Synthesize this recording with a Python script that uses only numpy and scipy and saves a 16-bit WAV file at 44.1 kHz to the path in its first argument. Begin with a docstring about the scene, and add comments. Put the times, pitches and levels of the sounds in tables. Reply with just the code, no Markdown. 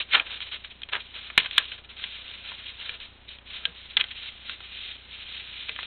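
"""At a desk in a small room, two hands fold a sheet of paper close to a narrow-band webcam microphone.
Sliding fingers and paper layers hiss: dense random stick-slip clicks, coloured and shaped by each stroke.
Flaps scuff in short swells of such clicks; creases buckle in sharp snaps, each a click, a bounce and a ring.
Decaying low modes pat the desk and one puff of air thumps; the hardest snaps overload the microphone.
A faint hiss, mains hum and frame-rate buzz lie under everything."""
import sys
import numpy as np
from scipy import signal
from scipy.fft import rfft, irfft, next_fast_len
from scipy.io import wavfile

SR = 44100
rng = np.random.default_rng(int(sys.argv[2]) if len(sys.argv) > 2 else 0)


def store_wav(level_fs):
    """Save 16-bit WAV to argv[1]."""
    pcm = np.round(np.clip(np.atleast_2d(level_fs), -1, 1) * 32767)
    wavfile.write(sys.argv[1], SR, pcm.T.astype(np.int16))


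N = 258426  # length of the scene in samples

# spectrum of the fine hiss of sliding paper: frequency_hz [Hz], density_db [relative dB per Hz]
HISS_SPECTRUM = [(500, -30.5), (900, -29.5), (1300, -16.5), (1700, -10), (2200, -6), (2900, 1.5),
                 (3700, 2.5), (4100, -0.5), (4500, -6.5), (5200, -25), (7000, -71)]
# spectrum of the sheet's body shaken by the rub: frequency_hz [Hz], density_db [relative dB per Hz]
BODY_SPECTRUM = [(120, -16.5), (250, -14.5), (480, -2), (700, -4), (1100, -2.5), (1400, 4.5), (2200, 0.5),
                 (4000, -20.5)]
HISS_DB, TICKS_DB, BODY_DB = -1.5, -16, 0.5  # balance of the three parts


def rubbing():
    """Stick-slip friction: dense slips and sparse ticks of catching fibres flutter under uneven pressure."""
    rub, shake = sliding()

    hiss = unit(colour(slips(N, per_s=7000, spread_db=2.0), HISS_SPECTRUM))
    ticks = unit(colour(slips(N, per_s=190, spread_db=0.5), SNAP_SPECTRUM))
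    body = unit(colour(slips(N, per_s=6300, spread_db=2.0), BODY_SPECTRUM))

    surface = rub * (amp(HISS_DB) * hiss + amp(TICKS_DB) * ticks)
    pressure = wander(hz=147.8, depth_db=2.05)
    return (surface + shake * amp(BODY_DB) * body) * pressure


# strokes of fingers and paper layers sliding: start_s [s], length_s [s], level_db [dB],
# body_db [dB relative to the level, body of the sheet, mostly 0.5 to 2.5 kHz]
SLIDING_STROKES = [(-0.015, 0.03, -23.5, -15.5), (0.083, 0.14, -37, -12), (0.252, .032, -36, -8.5),
                   (0.29, 0.086, -34.5, -13), (0.404, .03, -32, -20), (0.446, 0.056, -41, -12.5),
                   (0.51, 0.055, -31.5, -12.5), (0.636, 0.021, -35.5, -20), (0.694, 0.0303, -42, -20),
                   (0.919, 0.057, -40.5, 4), (0.99, 0.022, -34.5, -21), (1.132, 0.065, -37.5, -12.5),
                   (1.202, 0.092, -41, -16), (1.38, .09, -34, -19.5), (1.516, 0.14, -33, -21),
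                   (1.671, 0.052, -39, -19), (1.706, 0.047, -36.5, -13.5), (1.773, 0.018, -38.5, -12.5),
                   (1.83, .022, -44, -15.5), (1.884, 0.056, -43, -12), (1.957, 0.13, -36.5, -15.5),
                   (2.085, 0.12, -38, -19.5), (2.198, 0.22, -41, -15.5), (2.43, 0.13, -38.5, -14.5),
                   (2.569, 0.054, -44.5, -11), (2.647, 0.064, -36.5, -21), (2.772, 0.19, -38.5, -12.5),
                   (2.996, 0.066, -38.5, -17), (3.273, 0.085, -41.5, -36), (3.452, 0.081, -44.5, -22),
                   (3.496, 0.098, -36, -15.5), (3.587, 0.14, -45, -9), (3.743, 0.12, -44, -18),
                   (3.886, 0.047, -42.5, -29), (3.968, 0.072, -37, -6), (4.145, 0.072, -38, -31),
                   (4.213, 0.084, -34.5, -20), (4.442, 0.11, -36.5, -16), (4.599, 0.11, -42.5, -16),
                   (4.707, 0.25, -37, -31), (5.097, 0.14, -39, -26.5), (5.251, 0.25, -38, -20),
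                   (5.522, 0.21, -38.5, -27.5), (5.742, 0.158, -38.5, -16.5)]
# hands resting and shifting on the sheet between strokes: time_s [s], level_db [dB]
RESTING_HANDS = [(0, -51), (.5, -46.5), (.85, -58), (1.05, -49), (1.6, -43), (1.87, -64), (2.1, -46.5),
                 (2.8, -44), (3.2, -57), (3.42, -59.5), (4.1, -43.5), (4.4, -47), (5, -49), (5.8, -43)]
RESTING_BODY_DB = -15.5  # relative to the resting level


def sliding():
    """Incoherent addition: strokes and resting hands add in power, for the rub and for the sheet's body."""
    t = np.arange(N) / SR
    rub_power = amp(np.interp(t, *np.transpose(RESTING_HANDS))) ** 2
    body_power = rub_power * amp(RESTING_BODY_DB) ** 2
    for start, length, level_db, body_db in SLIDING_STROKES:
        power = (amp(level_db) * stroke(start, length)) ** 2
        rub_power = rub_power + power
        body_power = body_power + power * amp(body_db) ** 2
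    return np.sqrt(rub_power), np.sqrt(body_power)


GRIP_S, RELEASE_S = 0.013, 0.012  # rise time, and time constant of the dying away
ARCH_DB = 4  # rise from the slow ends of a stroke to its fast middle


def stroke(start, length):
    """Friction loudness follows hand speed: a quick grip, loudest halfway, dying away as the hand stops."""
    age = np.arange(N) / SR - start
    grip = np.clip(age / GRIP_S, 0, 1)
    speed = np.sin(np.pi * np.clip(age / length, 0, 1))
    release = np.exp(-np.maximum(age - length, 0) / RELEASE_S)
    return grip * amp(ARCH_DB * (speed - 1)) * release


# creases buckling, the big ones in quick cascades: start_s [s], peak_db [dB], low_db [dB, low part],
# top_db [dB, top part], pitch_hz [Hz, ring of the buckled facet]
BUCKLING_SNAPS = [(0.1983, -9.5, -11, -10, 2500), (0.4051, -20.5, 3, 0.5, 2340),
                  (0.648, -24.5, 3.5, -2.5, 2450), (0.8192, -24.5, 4.5, 9.5, 2260),
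                  (0.889, -26.5, 6, 4, 2250), (0.9343, -9.5, 5, 1.5, 1320), (0.9535, -12, -6, -13, 1600),
                  (1.302, -22.5, -2, -15, 1300), (1.378, -1, -1, -1, 2450), (1.3794, -2, -0.5, -3.5, 2460),
                  (1.3807, -2.5, -3, 4.5, 2300), (1.3906, -10, -11, 3.5, 2420),
                  (1.4002, -15.5, -19, 4, 2280), (1.5113, -19, -3.5, 7.5, 2620), (1.5803, -1, 4.5, 4, 1640),
                  (1.582, -2, 1, 2.5, 1654), (1.72, -24.5, -11, -10, 2520), (2.0402, -16, -6, -2, 2340),
                  (2.5187, -27, 6.5, -17, 1010), (2.8939, -17, -4.5, -0.5, 2410),
                  (3.0031, -29, 3.5, 10, 2550), (3.2906, -27.5, -1, 19, 1790), (3.387, -32, 9, 4.5, 2500),
                  (3.6543, -6.5, -1, 8, 1610), (3.9695, -3.5, 1, 8, 2074), (3.973, -7.5, -1.5, 2, 2040),
                  (4.0113, -6, -4, 5, 2030), (4.0415, -17, 3.5, 4.5, 2060), (4.4964, -16, 3, 0.5, 2640),
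                  (4.6053, -33, 20, 6.5, 2070), (5.6939, -15.5, -0.5, -2.5, 2050),
                  (5.7622, -22, -1.5, 0, 1720), (5.7904, -19.5, 5.5, -22, 1970),
                  (5.8305, -19.5, 7, 5, 2600)]
# spectrum of a buckling crease, shared by ticks and scuffs: frequency_hz [Hz], density_db [relative dB per Hz]
SNAP_SPECTRUM = [(60, -32.5), (200, -23.5), (450, -16.5), (700, -13.5), (1100, -8), (1600, 1.5), (2400, 0),
                 (3200, 6.5), (4300, -1.5), (5000, -13), (7000, -62.5)]
FLUTTER_T60_S, BOUNCE_S = 0.025, .0023
CREASE_HZ = 2990  # the stiff crease itself rings alike in every snap


def snap(start, peak_db, low_db, top_db, facet_hz):
    """Snap-through buckling: a click, its bounce off the desk, a dying flutter, and facet and crease ringing."""
    lead, size = 256, 4096  # samples; the lead leaves room for the filter's pre-ringing
    t = np.arange(size - lead) / SR

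    kick = 0.11 * rng.choice([-1, 1], len(t)) * amp(-60 * t / FLUTTER_T60_S)
    kick[0] += .85
    bounce = round(BOUNCE_S * rng.uniform(.85, 1.15) * SR)
    kick[bounce] += .22

    sound = colour(np.pad(kick, (lead, 0)), SNAP_SPECTRUM, tilt(low_db, top_db))
    sound = resonance(sound, facet_hz, width_hz=78, gain_db=7.5)
    sound = resonance(sound, CREASE_HZ, width_hz=100, gain_db=2.5)
    peak = abs(colour(sheet(sound), MICROPHONE_BAND)).max()  # as it reaches the microphone
    return start - lead / SR, amp(peak_db) * sound / peak


# flaps and fingertips skidding: middle_s [s], level_db [dB], length_s [s], low_db [dB, low part]
SKIDS = [(0.132, -25, 0.021, -12), (0.1367, -16, .005, -4), (0.151, -12, 0.012, 3),
         (0.172, -24.5, 0.022, 9.5), (0.21, -36.5, 0.017, 20.5), (.835, -27.5, 0.0029, -43),
         (.897, -38.5, 0.0045, -4), (0.931, -28.5, 0.011, -1.5), (0.948, -32.5, 0.024, 13.5),
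         (0.966, -28, 0.0056, 9), (1.406, -24.5, 0.0086, -18), (1.449, -32.5, 0.0072, 7),
         (1.462, -26, 0.0054, 4), (1.602, -35, 0.0125, 13), (4.006, -24, 0.014, -1),
         (4.115, -33, 0.0098, -7.5), (5.691, -32, 0.0068, -5)]


def scuff(middle, level_db, length, low_db):
    """Brief sliding friction: a quick skid is a swell of slips that shakes the whole sheet."""
    t = np.arange(-3000, 3000) / SR
    swell = np.exp(-(1.3 * t / length) ** 2)
    burst = slips(len(t), per_s=6000, spread_db=0.5) * swell
    burst = unit(colour(burst, SNAP_SPECTRUM, tilt(low_db, -1.2)))
    return middle + t[0], amp(level_db) * burst * np.sqrt(np.mean(swell ** 2))


# the sheet patting the desk: start_s [s], level_db [dB], pitch_hz [Hz]
DESK_PATS = [(0.148, -43, 319), (0.954, -58, 260), (1.384, -40, 451), (2.044, -55, 170.6), (2.52, -57, 334),
             (2.901, -50, 487), (3.67, -42.5, 474), (3.68, -43.5, 175), (3.972, -48.5, 183),
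             (5.695, -43, 456)]


def pat(start, level_db, hz, t60=.14):
    """Damped modes: the pressed sheet knocks softly in a main mode and a weaker, shorter one above it."""
    t = np.arange(SR // 4) / SR
    decay = amp(-60 * t / t60)
    main = decay * np.sin(2 * np.pi * hz * t)
    upper = amp(-4.5) * decay ** 2 * np.sin(2 * np.pi * 1.37 * hz * t)
    soft_onset = 1 - np.exp(-t / 0.0046)
    return start, amp(level_db) * (main + upper) * soft_onset


# air pushed out as the big flap pops over: middle_s [s], peak_db [dB], half_width_s [s]
FLAP_PUFF = (1.3795, -20, 0.00066)


def puff(middle, peak_db, half_width):
    """Displaced air: one short pressure pulse, heard as a thump."""
    age = np.arange(N) / SR - middle
    return amp(peak_db) * np.exp(-(age / half_width) ** 2)


# resonances of the folded sheet over the desk: pitch_hz [Hz], width_hz [Hz], gain_db [dB]
SHEET_RESONANCES = [(1030, 33, 5), (1200, 36, 1), (1260, 60, 0.9), (1790, 120, 2), (1874, 100, -3.5),
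                    (2093, 50, 4.5), (2434, 160, 5.5), (2500, 147, -1.5), (3260, 320, 2.5), (3400, 100, -4)]


def sheet(x):
    """Resonant filtering: rubs, scuffs and snaps all pass the sheet's resonances."""
    for row in SHEET_RESONANCES:
        x = resonance(x, *row)
    return x


# decay time of the room: frequency_hz [Hz], t60_s [s]
ROOM_DECAY = [(150, 0.18), (500, 0.26), (1500, 0.16), (4000, 0.042)]


def room(x):
    """Diffuse reverberation: sparse random echoes from the nearby walls, each band dying at its own speed."""
    t = np.arange(SR // 2) / SR
    echoes = rng.choice([-1., 1.], len(t)) * (rng.random(len(t)) < 3000 / SR)
    echoes = echoes * (t > .005)
    hz, age, bands = signal.stft(echoes, SR, nperseg=256)
    decay = amp(-60 * age / read(ROOM_DECAY, hz)[:, None])
    tail = signal.istft(bands * decay, SR, nperseg=256)[1]
    return signal.fftconvolve(x, tail / np.linalg.norm(tail))[:N]


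# spectrum of the steady hiss: frequency_hz [Hz], density_db [relative dB per Hz]
FLOOR_SPECTRUM = [(20, 3), (45, -2.5), (80, -0.5), (130, -6), (250, -8), (400, -10.5), (800, -10.5),
                  (2000, -11), (4200, -14.5)]
FLOOR_DB, MAINS_DB = -56, -60.5  # rms before the microphone
MAINS_HZ, FRAME_HZ = 60, 30


def background():
    """Electrical interference: steady hiss, mains hum, and a buzz as the supply current dips every frame."""
    t = np.arange(N) / SR - .0208
    dip = -1.0 * (t % (1 / FRAME_HZ) < .0064)
    buzz = amp(-46.5) * signal.lfilter(*signal.butter(2, 75, "high", fs=SR), dip)
    mains = -amp(MAINS_DB) * np.sqrt(2) * np.cos(2 * np.pi * MAINS_HZ * t)
    hiss = unit(colour(rng.standard_normal(N), FLOOR_SPECTRUM, MICROPHONE_BAND))
    return buzz + mains + amp(FLOOR_DB) * hiss


def slips(size, per_s, spread_db):
    """Stick-slip: tiny releases of paper fibres are random clicks, a few larger than the rest."""
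    excess_db = spread_db * np.minimum(rng.exponential(1, size), 4)
    sizes = amp(excess_db) * rng.choice([-1, 1], size)
    return unit(sizes * (rng.random(size) < per_s / SR))


def wander(hz, depth_db):
    """Random modulation: a gain gliding between random values drawn hz times a second."""
    knots = np.arange(N) * hz / SR
    return amp(depth_db * np.interp(knots, np.arange(4000), rng.standard_normal(4000)))


def tilt(low_db, top_db):
    """Spectral tilt with tension: slack spots of the sheet are dull, taut ones bright."""
    return [(1000, low_db), (2200, 0.017), (3600, top_db)]


def resonance(x, hz, width_hz, gain_db):
    """Resonance: lifts or lowers a narrow band; a lifted band rings on after a click."""
    band = signal.lfilter(*signal.iirpeak(hz, hz / width_hz, fs=SR), x)
    return x + (amp(gain_db) - 1) * band


def colour(x, *spectra):
    """Linear filtering: shapes x by the sum of spectra given in dB."""
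    size = next_fast_len(len(x) + 2048)
    hz = np.fft.rfftfreq(size, 1 / SR)
    gain = amp(sum(read(s, hz) for s in spectra))
    return irfft(rfft(x, size) * gain, size)[:len(x)]


def read(points, hz):
    """Logarithmic pitch scale: reads a table on a log-frequency axis."""
    f, value = np.transpose(points)
    return np.interp(np.log(hz + 1), np.log(f), value)


def amp(db):
    """Decibel scale: decibels to amplitude gain."""
    return 10 ** (np.asarray(db) / 20)


def unit(x):
    """Normalisation: scales to rms 1."""
    return x / np.sqrt(np.mean(x ** 2) + 1e-20)


def add(mix, start_s, sound):
    """Superposition: adds a sound to the mix from start_s on."""
    start = round(start_s * SR)
    sound = sound[max(-start, 0):]
    part = mix[max(start, 0):][:len(sound)]
    part += sound[:len(part)]


def scene():
    """Superposition: the sheet's sounds and their room tail over the electrical background."""
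    paper = rubbing()
    for row in SKIDS:
        add(paper, *scuff(*row))
    for row in BUCKLING_SNAPS:
        add(paper, *snap(*row))
    paper = sheet(paper) + puff(*FLAP_PUFF)
    for row in DESK_PATS:
        add(paper, *pat(*row))
    return (paper + amp(-19.0) * room(paper) + background())[None]


# response of the narrow-band microphone: frequency_hz [Hz], gain_db [dB]
MICROPHONE_BAND = [(3900, -1.5), (4150, -7), (4300, -14), (4450, -24.5), (4600, -40), (4800, -72),
                   (5200, -100)]
FULL_SCALE = .71  # amplitude at which the microphone overloads
EDGE_HZ = 16900  # low-pass edge after the overload


def record(dry):
    """Band limiting, then overload: little passes above 4.3 kHz, and the hardest snaps are flattened."""
    heard = colour(dry[0], MICROPHONE_BAND)
    heard = heard * signal.windows.tukey(N, .001)  # very short fades at both ends
    clipped = np.clip(heard, -FULL_SCALE, FULL_SCALE)
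    low_pass = signal.firwin(511, EDGE_HZ, window=("kaiser", 9), fs=SR)
    return signal.oaconvolve(clipped, low_pass, "same")[None]


dry = scene()
out = record(dry)
store_wav(out)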